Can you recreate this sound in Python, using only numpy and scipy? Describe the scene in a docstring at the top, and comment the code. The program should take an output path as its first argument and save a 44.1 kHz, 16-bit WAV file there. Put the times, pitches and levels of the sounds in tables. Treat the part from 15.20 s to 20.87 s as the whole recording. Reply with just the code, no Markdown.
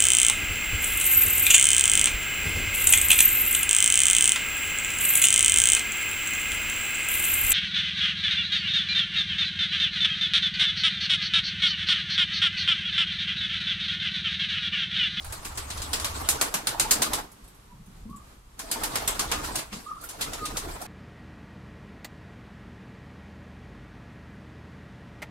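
"""In a small wooden loft, pigeons take off and flutter close to a hand-held microphone.
Their wing tips collide about eight times a second, each clap a snap of feathers and a pop of trapped air.
The strokes shed turbulence that swishes and buffets the microphone; the feathers rustle and whistle.
On the floor the flock shuffles, ticks on the grating, coos and gives short, thin calls.
Reflections off the boards add a brief ring to the impacts and the notes."""
import sys
import numpy as np
from scipy import signal
from scipy.fft import rfft, irfft, next_fast_len
from scipy.io import wavfile
from scipy.ndimage import map_coordinates

SR = 44100
rng = np.random.default_rng(int(sys.argv[2]) if len(sys.argv) > 2 else 0)


def dump(signal):
    """Clip the signal to [-1, 1] and save it as 16-bit WAV at the path in sys.argv[1]."""
    limited = np.clip(np.atleast_2d(signal).T, -1, 1)
    pcm = np.round(limited * 32767).astype(np.int16)
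    wavfile.write(sys.argv[1], SR, pcm)


N = 249906
TIME = np.arange(N) / SR

# Bouts of flapping. Each row: start in seconds, rise time in seconds, end in seconds,
# decay in dB per second, then the levels of swish, rustle and push at full effort in dB.
BOUTS = [(0, 1, 1.266, 200, -38, -39, -44.5), (1.25, 0.44, 1.99, 187, -37, -45, -41.5),
         (3.39, .2, 4.39, 160, -38.3, -41.5, -41.5), (4.519, 0.011, 4.54, 71, -47, -42, -46.5),
         (4.81, 0.25, 5.53, 37, -41.5, -47.5, -44.5)]
# The start of a bout. One row: swish, rustle and push in dB relative to full effort.
BOUT_START_DB = (-13.5, -9.5, -14)
# Wing claps. Each row: start in seconds, relative level in dB, relative weight of the pop in dB,
# brightness of the snap (0 is neutral), time the feathers take to meet in seconds.
WING_CLAPS = [(0.0459, -42.5, 5, 13, 0.0014), (0.124, -37.5, 6, 5, 0.0064), (0.2485, -37, 6, 1.5, 0.012),
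              (0.3738, -33.5, 5, -1, 0.011), (0.5023, -36.5, 3, -8, 0.0078),
              (0.574, -40.0, 0.5, -6, 0.0079), (0.6185, -35.5, -16, -3.5, 0.0054),
              (0.7314, -26, 1, -3.5, 0.011), (0.799, -35, 3, -4, 0.002), (0.8452, -28.5, 1, -2.5, 0.0034),
              (1.0886, -19.5, -3, 4.5, 0.00024), (1.2122, -22.5, 5, 2, 0.0018),
              (1.3402, -26.5, 7.5, 0.5, 0.0048), (1.4704, -24.5, 2, -2.5, 0.0016),
              (1.597, -20.5, -0.5, -1, 0.003), (1.7091, -16.5, -3, 5.5, 0.0089),
              (1.8192, -21.5, 1, 0, 0.0067), (1.9326, -26, 1.5, 0, 0.0067), (3.392, -36.5, 3, 0, 0.0066),
              (3.5139, -26, -1.5, 4, 0.004), (3.634, -27.5, 4, 3.5, 0.01), (3.7557, -28, 8.5, -1.5, 0.0033),
              (3.876, -24, 3, 1, 0.0038), (3.9933, -26, 3.5, -2, 0.0053), (4.115, -27.5, 9.5, -4, 0.011),
              (4.245, -37.5, 6, -1.5, 0.022), (4.3549, -28.5, -11, -2, 0.0092), (4.385, -35.5, 7, 0, 0.01),
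              (4.527, -42.5, 7.5, -12, 0.012), (4.837, -39.5, -1, 15, 0.013), (4.8889, -38.5, -5, 1, 0.017),
              (5.01, -28.5, 0, -2.5, 0.019), (5.133, -36, 2, -2, 0.0063), (5.254, -33.5, -15, -5, 0.0056),
              (5.3691, -30, -6, -0.5, 0.0075), (5.616, -40.5, -18.5, 7, 0.0057)]
# Brief low rumbles as the hand-held microphone moves.
# Each row: middle in seconds, half length in seconds, level in dB.
HANDLING_RUMBLES = [(2.85, 0.44, -52), (4.23, .08, -41), (5.45, 0.14, -43)]
# Nearby claws and beaks on the grating. Each row: start in seconds, relative peak level in dB.
FLOOR_TAPS = [(2.1162, -37.5), (2.2417, -40.5), (2.2777, -38), (2.347, -47), (2.66, -43), (2.7687, -55),
              (2.898, -43), (2.9597, -37), (4.813, -30)]
# Notes of feathers and voices. Each row: start in seconds, length in seconds, start pitch in Hz,
# main pitch in Hz, level in dB, roughness from 0 to 1.
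FEATHER_NOTES = [(1.52, 0.058, 995, 775, -40.5, 0.85), (1.645, 0.039, 874, 894, -36.5, 0.32),
                 (1.975, 0.025, 783, 825, -41, 0.54), (3.42, 0.055, 623, 666, -50, 0.23),
                 (3.555, 0.017, 810, 830, -38, 0.74), (4.285, 0.024, 1060, 1030, -42, 0.6),
                 (5.46, 0.02, 420, 354, -39.5, 0.83)]
CALL_NOTES = [(2.485, 0.054, 1022, 982, -57.5, 0.3), (2.888, .098, 1036, 1160, -48.5, 0.4),
              (2.985, 0.04, 1063, 1170, -57, 0.61), (4.135, 0.057, 1220, 1246, -42.5, 0.14),
              (4.66, 0.041, 1146, 1271, -40, 0.24), (4.706, 0.02, 1280, 1235, -33.5, 0.28),
              (4.734, 0.059, 1200, 1246, -47.5, 0.58), (4.833, 0.015, 1400, 1450, -44.5, 0.63),
              (5.2, 0.097, 1236, 1230, -37.5, 0.11)]
COO_NOTES = [(2.52, 0.091, 175, 150, -51.5, 0.8), (2.66, 0.2, 201, 150, -55, 0.75),
             (2.855, 0.047, 229, 222, -43.5, 0.42), (2.895, 0.09, 215, 185.4, -46.5, 0.72),
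             (4.52, 0.053, 198, 191, -43, 0.8)]
# Spectra of the sources. Each row: frequency in Hz, relative spectral density in dB.
SWISH_SPECTRUM = [(150, -28), (400, -7.5), (700, 1), (950, 1), (1400, -1), (1900, -6.5), (3000, -13),
                  (8000, -16)]
RUSTLE_SPECTRUM = [(500, -7), (2000, 0), (4000, 4), (6000, 0.5), (8500, 5.5), (12000, -1), (14000, -17),
                   (16000, -18)]
PUSH_SPECTRUM = [(60, -26), (125, 1.5), (180, -5), (235, 0.5), (270, -1.5), (305, 4.5), (345, -3.5),
                 (450, -1.5), (900, -26.5)]
WALL_BUFFET_SPECTRUM = [(10, -8), (30, 2.5), (50, -9), (72, 5), (100, -4.5), (160, -20), (500, -47)]
OPEN_BUFFET_SPECTRUM = [(10, -18), (30, 3.5), (50, -2), (80, -7), (120, -11), (200, -29), (500, -55)]
SHUFFLE_SPECTRUM = [(20, -22), (70, -8), (170, -1.5), (300, -6.5), (600, -12), (1100, -8.5), (1800, -15),
                    (4000, -19), (5500, -21.5), (8000, -20), (12000, -21), (16000, -32)]
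SNAP_SPECTRUM = [(100, -21), (700, -14), (2000, -6.5), (4000, -1), (6000, -0.5), (8500, 3.5), (12000, 0),
                 (14000, -5.5), (16000, -9)]
POP_SPECTRUM = [(60, -17.5), (200, -5.5), (600, -5), (1200, 0), (2200, -4), (3500, -10), (8000, -21.5)]
# Reverberation of the loft. Each row: frequency in Hz, time to decay by 60 dB in seconds.
LOFT_T60 = [(150, 0.23), (1000, 0.23), (3000, 0.23), (8000, 0.17), (15000, 0.16)]
# Diffuse sound at the two microphone ports. Each row: frequency in Hz, coherence from 0 to 1.
PORT_COHERENCE = [(20, 1), (80, 0.99), (150, 1), (330, 0.56), (600, 0), (1000, 0), (2000, 0.02)]
# Response of each port. Each row: frequency in Hz, gain in dB.
LEFT_RESPONSE = [(500, 1), (1100, -0.9), (2200, 0.17), (5000, 1.5), (8500, 0.5), (10500, -7),
                 (12500, -11.5), (15500, -9.5)]
RIGHT_RESPONSE = [(500, 1.1), (1100, 1.7), (2200, -0.5), (5000, 0.3), (8500, -2), (10500, 0.6), (12500, 2),
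                  (15500, -5.2)]

BEAT_S, ONSET_DB_PER_S = 0.12, 900  # one wing beat; the attack of a bout
SWEEP_AT, PARTING_AT, DOWNWASH_AT = 0.53, 0.18, 0.78  # phases of the beat, 0-1 from the clap
WALL_UNTIL_S, WALL_LEAVE_S = 1.17, 0.17  # the microphone swings away from the wall
CORNER_HZ, CORNER_WIDTH_HZ, CORNER_DB = 1134, 250, -6
SWING_DB, SWING_DB_PER_S = -45.5, 6.5  # buffeting by the wall grows as the swing speeds up
DOWNWASH_DB, DOWNWASH_DEPTH_DB = -3.5, 2.5  # relative to the push; its rise and fall over a beat
DRAUGHT_DB, SHUFFLE_DB = -59, -57  # the loft's own draught; the flock when calm
STIR_DB, SETTLE_S = -18.5, 0.38  # the stirred flock relative to the swish; its settling time


def amp(db):
    """Amplitude grows tenfold for every 20 dB."""
    return 10 ** (np.asarray(db) / 20)


def unit_rms(x):
    """Normalisation brings the mean power to 1."""
    return x / np.sqrt(np.mean(x ** 2) + 1e-20)


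def curve_at(points, hz):
    """Interpolation joins a table's points on a logarithmic frequency axis."""
    table_hz, values = np.transpose(points)
    return np.interp(np.log(hz + 1), np.log(table_hz + 1), values)


def wander(count, per_s):
    """A spline through random knots gives smooth fluctuation of rms about 1."""
    knots = rng.standard_normal(8192)
    return map_coordinates(knots, [np.arange(count) * per_s / SR], order=3, mode="wrap")


def diffuse_spectra(count):
    """A diffuse field is coherent at two nearby ports only at long wavelengths."""
    hz = np.fft.rfftfreq(count, 1 / SR)
    left, unrelated = rfft(rng.standard_normal((2, count)))
    coherence = np.clip(curve_at(PORT_COHERENCE, hz), -1, 1)
    right = coherence * left + np.sqrt(1 - coherence ** 2) * unrelated
    return hz, np.array([left, right])


def noise(spectrum):
    """Spectral weighting colours a diffuse field into stereo noise of rms 1."""
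    hz, white = diffuse_spectra(next_fast_len(N, True))
    return unit_rms(irfft(white * amp(curve_at(spectrum, hz)))[:, :N])


def beat_phase():
    """Flapping is nearly periodic: whole cycles pass between the locally loudest claps."""
    starts, db = np.transpose(WING_CLAPS)[:2]
    neighbours = abs(starts[:, None] - starts) < BEAT_S * 3 / 4
    marks = starts[db >= np.where(neighbours, db, -np.inf).max(1)]
    cycles = np.round(np.diff(marks, prepend=0) / BEAT_S)
    return np.interp(TIME, marks, np.cumsum(cycles))


def wing_effort():
    """Envelopes of swish, rustle and push build, hold, and decay exponentially as a bird lands."""
    gains = np.zeros((3, N))
    for start, rise_s, end, fade_db_per_s, *levels in BOUTS:
        to_go = np.clip(1 - (TIME - start) / rise_s, 0, 1)
        effort_db = np.array(levels)[:, None] + np.outer(BOUT_START_DB, to_go)
        onset_db = ONSET_DB_PER_S * np.maximum(start - TIME, 0)
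        fade_db = fade_db_per_s * np.maximum(TIME - end, 0)
        gains += amp(effort_db - np.minimum(onset_db + fade_db, 100))
    return gains


def eddies(x, depth_db, span_s, span_hz):
    """Turbulence makes short patches of the spectrum swell and fade by chance."""
    spectra = signal.stft(x, nperseg=512, noverlap=384)[2]
    bins, frames = np.indices(spectra.shape[1:])
    where = [bins * SR / 512 / span_hz, frames * 128 / SR / span_s]
    patches = map_coordinates(rng.standard_normal((256, 512)), where, order=3, mode="wrap")
    uneven = signal.istft(spectra * amp(depth_db * patches), nperseg=512, noverlap=384)[1]
    return unit_rms(uneven[:, :N])


def wing_strokes(beat, swish, rustle, push):
    """Airflow swishes on both down and up strokes; feather friction peaks as the wings part."""
    sweep = np.cos(2 * np.pi * 2 * (beat - SWEEP_AT))
    parting = np.cos(2 * np.pi * (beat - PARTING_AT))
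    flow = eddies(noise(SWISH_SPECTRUM), depth_db=3.0, span_s=0.025, span_hz=175.8)
    air = flow * swish * amp(0.5 + 2.0 * sweep + 2.23 * wander(N, 70))
    vanes = eddies(noise(RUSTLE_SPECTRUM), depth_db=4.0, span_s=0.033, span_hz=1114)
    feathers = vanes * rustle * amp(-2.0 + 1.5 * parting + 0.57 * wander(N, 70) + 1.5 * wander(N, 1200))
    thrust = noise(PUSH_SPECTRUM) * push * amp(-3.0 + 0.43 * sweep + 3.4 * wander(N, 50))
    return air + feathers + thrust


def wall_nearness():
    """Proximity falls from 1 in the corner to 0 once the microphone faces the open loft."""
    return np.clip((WALL_UNTIL_S - TIME) / WALL_LEAVE_S, 0, 1)


def corner_resonance(swish):
    """Resonance in the corner reinforces one band of the swish, heard only from close by."""
    hz = np.geomspace(100, 8000, 200)
    peak_db = -20 * np.log10(1 + (2 * (hz - CORNER_HZ) / CORNER_WIDTH_HZ) ** 2)
    return noise(np.transpose([hz, peak_db])) * swish * wall_nearness() * amp(CORNER_DB)


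def buffeting(beat, push):
    """Unsteady pressure rumbles on the microphone: first from its swing, then downwash and handling."""
    near = wall_nearness()
    swing = amp(SWING_DB + SWING_DB_PER_S * np.minimum(TIME, WALL_UNTIL_S))
    downwash = push * amp(DOWNWASH_DB + DOWNWASH_DEPTH_DB * np.cos(2 * np.pi * (beat - DOWNWASH_AT)))
    handling = sum(amp(db) * np.exp(-2 * ((TIME - mid) / half_s) ** 2)
                   for mid, half_s, db in HANDLING_RUMBLES)
    rumble = amp(DRAUGHT_DB) + handling
    by_wall = np.sqrt(near) * swing * noise(WALL_BUFFET_SPECTRUM)
    in_open = np.sqrt(1 - near) * np.hypot(downwash, rumble) * noise(OPEN_BUFFET_SPECTRUM)
    return (by_wall + in_open) * amp(2.03 * wander(N, 25))


def flock_shuffle(swish):
    """Incoherent sources add in power: calm shuffling, and a stir that settles after each flight."""
    retained = np.exp(-1 / (SETTLE_S * SR))
    stir = np.sqrt(signal.lfilter([1 - retained], [1, -retained], swish ** 2))
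    envelope = np.hypot(amp(SHUFFLE_DB), amp(STIR_DB) * stir)
    return noise(SHUFFLE_SPECTRUM) * envelope * amp(1.25 * wander(N, 9))


def loft_tail(count=16384):
    """Reverberation off the boards decays exponentially, each band at its own rate; unit energy."""
    hz, frame_s, spectra = signal.stft(irfft(diffuse_spectra(count)[1]), SR, nperseg=256)
    decay = amp(-60 * frame_s / curve_at(LOFT_T60, hz)[:, None])
    tail = signal.istft(spectra * decay, SR)[1][:, :count]
    age = np.arange(count) / SR
    scatter_db = 1.24 * np.clip(rng.standard_normal(tail.shape), -2, 2)
    tail *= amp(scatter_db * np.exp(-age / 0.18))  # early echoes stand apart
    return tail / np.linalg.norm(tail[0])


def impact(meet_s, direct_db):
    """Stiff bodies meet in a fast-fading run of ticks while reverberation builds up behind them."""
    tail = loft_tail()
    count = tail.shape[1]
    progress = np.arange(count) / SR / max(meet_s, 0.0004)
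    contact = np.exp(-progress)
    closing = 1 - 0.34 * np.exp(-progress / 0.43)  # the tips touch first
    ticks = rng.standard_normal(count) * contact * closing
    ticks *= amp(2.5 * np.clip(wander(count, 2540), -2, 2))
    ticks *= amp(direct_db) / np.linalg.norm(ticks)
    direct = np.array([np.pad(ticks, (lag, 0))[:count] for lag in rng.integers(0, 16, 2)])
    return direct + tail * np.sqrt(1 - contact ** 2) * amp(wander(count, 602))


def contact_colour(x, spectrum, brightness, vary_db, size=4096):
    """Timbre depends on the angle of contact: a minimum-phase filter with a tilt and chance humps."""
    hz = np.geomspace(60, 16000, 48)
    tilt_db = 0.59 * brightness * np.clip(np.log2(hz / 7500), -1, 1)
    humps_db = vary_db * np.clip(rng.standard_normal(len(hz)), -2, 2)
    response = np.transpose([hz, curve_at(spectrum, hz) + tilt_db + humps_db])
    log_gain = np.log(amp(curve_at(response, abs(np.fft.fftfreq(size, 1 / SR)))))
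    taps = np.fft.ifft(np.exp(np.conj(signal.hilbert(log_gain)))).real[:size // 2]
    return signal.fftconvolve(x, taps[None] / np.linalg.norm(taps), axes=1)[:, :x.shape[1]]


def wing_claps():
    """Colliding wings radiate a bright snap of feathers and a hollow pop of trapped air."""
    out = np.zeros((2, N))
    head = SR * 3 // 100  # the first 30 ms set the level
    for start, db, pop_db, brightness, meet_s in WING_CLAPS:
        snap = contact_colour(impact(meet_s, direct_db=-5.5), SNAP_SPECTRUM, brightness, vary_db=1.62)
        pop = contact_colour(impact(meet_s, direct_db=-7.5), POP_SPECTRUM, brightness=0, vary_db=2.5)
        add(out, start, amp(db + 1) * snap / snap[:, :head].std())
        add(out, start, amp(db + pop_db - 10.5) * pop / pop[:, :head].std())
    return out


def add(mix, start_s, sound):
    """By superposition, a stereo sound adds to the mix from its start time."""
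    part = mix[:, max(round(start_s * SR), 0):][:, :sound.shape[1]]
    part += sound[:, :part.shape[1]]


def floor_taps():
    """Impacts of claws and beaks tick on the grating: a few close by, many faint across the floor."""
    out = np.zeros((2, N))
    for start, db in FLOOR_TAPS:
        tick = contact_colour(impact(0.005, direct_db=-8.0), SNAP_SPECTRUM, brightness=6.3, vary_db=5.5)
        add(out, start, amp(db - 2.0) * tick / abs(tick).max())
    for when, faintness in rng.random((60, 2)):
        tick = contact_colour(impact(0.0022, direct_db=-5.0), SNAP_SPECTRUM, brightness=0, vary_db=7.0)
        add(out, when * N / SR, amp(-40.0 - 10 * faintness) * tick)
    return out


def in_loft(x, direct_db):
    """Convolution gives a sound its direct path and its reflections off the boards."""
    response = loft_tail()
    response[:, 0] += amp(direct_db)
    return signal.fftconvolve(x[None], response, axes=1)


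def notes(rows, overtone_db, direct_db, flutter_hz):
    """Random modulation of pitch and amplitude roughens nearly pure, gliding tones."""
    out = np.zeros((2, N))
    for start, length_s, start_hz, main_hz, db, roughness in rows:
        progress = np.arange(0, 1, 1 / (length_s * SR))
        count = len(progress)
        glide_hz = start_hz + (main_hz - start_hz) * np.sin(2.28 * progress)  # arrives, then turns back
        hz = glide_hz * (1 + 0.096 * roughness * wander(count, flutter_hz))
        phase = 2 * np.pi * np.cumsum(hz) / SR
        swell = np.sin(np.pi * progress) ** 0.5 * amp(12.0 * roughness * wander(count, flutter_hz))
        tone = np.sin(phase) + amp(overtone_db) * np.sin(2 * phase)
        note = in_loft(swell * tone, direct_db)
        add(out, start, amp(db) * note / note[:, :count].std())
    return out


def feather_whistles():
    """Airflow over the flight feathers sounds a brief tone on the fastest strokes."""
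    return notes(FEATHER_NOTES, overtone_db=-31.5, direct_db=-1.0, flutter_hz=220)


def thin_calls():
    """A high voice with almost no second harmonic sounds thin."""
    return notes(CALL_NOTES, overtone_db=-42, direct_db=-1.0, flutter_hz=166)


def coos():
    """A low, roughly modulated fundamental with a weak second harmonic makes a coo."""
    return notes(COO_NOTES, overtone_db=-23, direct_db=3.0, flutter_hz=109.5)


def scene():
    """Wings, moving air, voices and feet superpose on the murmur of the flock."""
    beat = beat_phase()
    swish, rustle, push = wing_effort()
    wings = feather_whistles() + wing_claps() + wing_strokes(beat, swish, rustle, push)
    corner = corner_resonance(swish)
    voices = thin_calls() + coos()
    return wings + corner + voices + buffeting(beat, push) + floor_taps() + flock_shuffle(swish)


def record(dry):
    """Each port filters the sound, the left duller on top; saturation and a low-pass follow."""
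    size = next_fast_len(N + 4096, True)
    hz = np.fft.rfftfreq(size, 1 / SR)
    port_gains = amp([curve_at(LEFT_RESPONSE, hz), curve_at(RIGHT_RESPONSE, hz)])
    coloured = irfft(rfft(dry, size) * port_gains, size)[:, :N]
    rounded = coloured / (1 + (coloured / 0.88) ** 6) ** (1 / 6)
    low_pass = signal.firwin(255, cutoff=15850, window=("kaiser", 8), fs=SR)
    return signal.oaconvolve(rounded, low_pass[None], "same")


dry = scene()
out = record(dry)
dump(out)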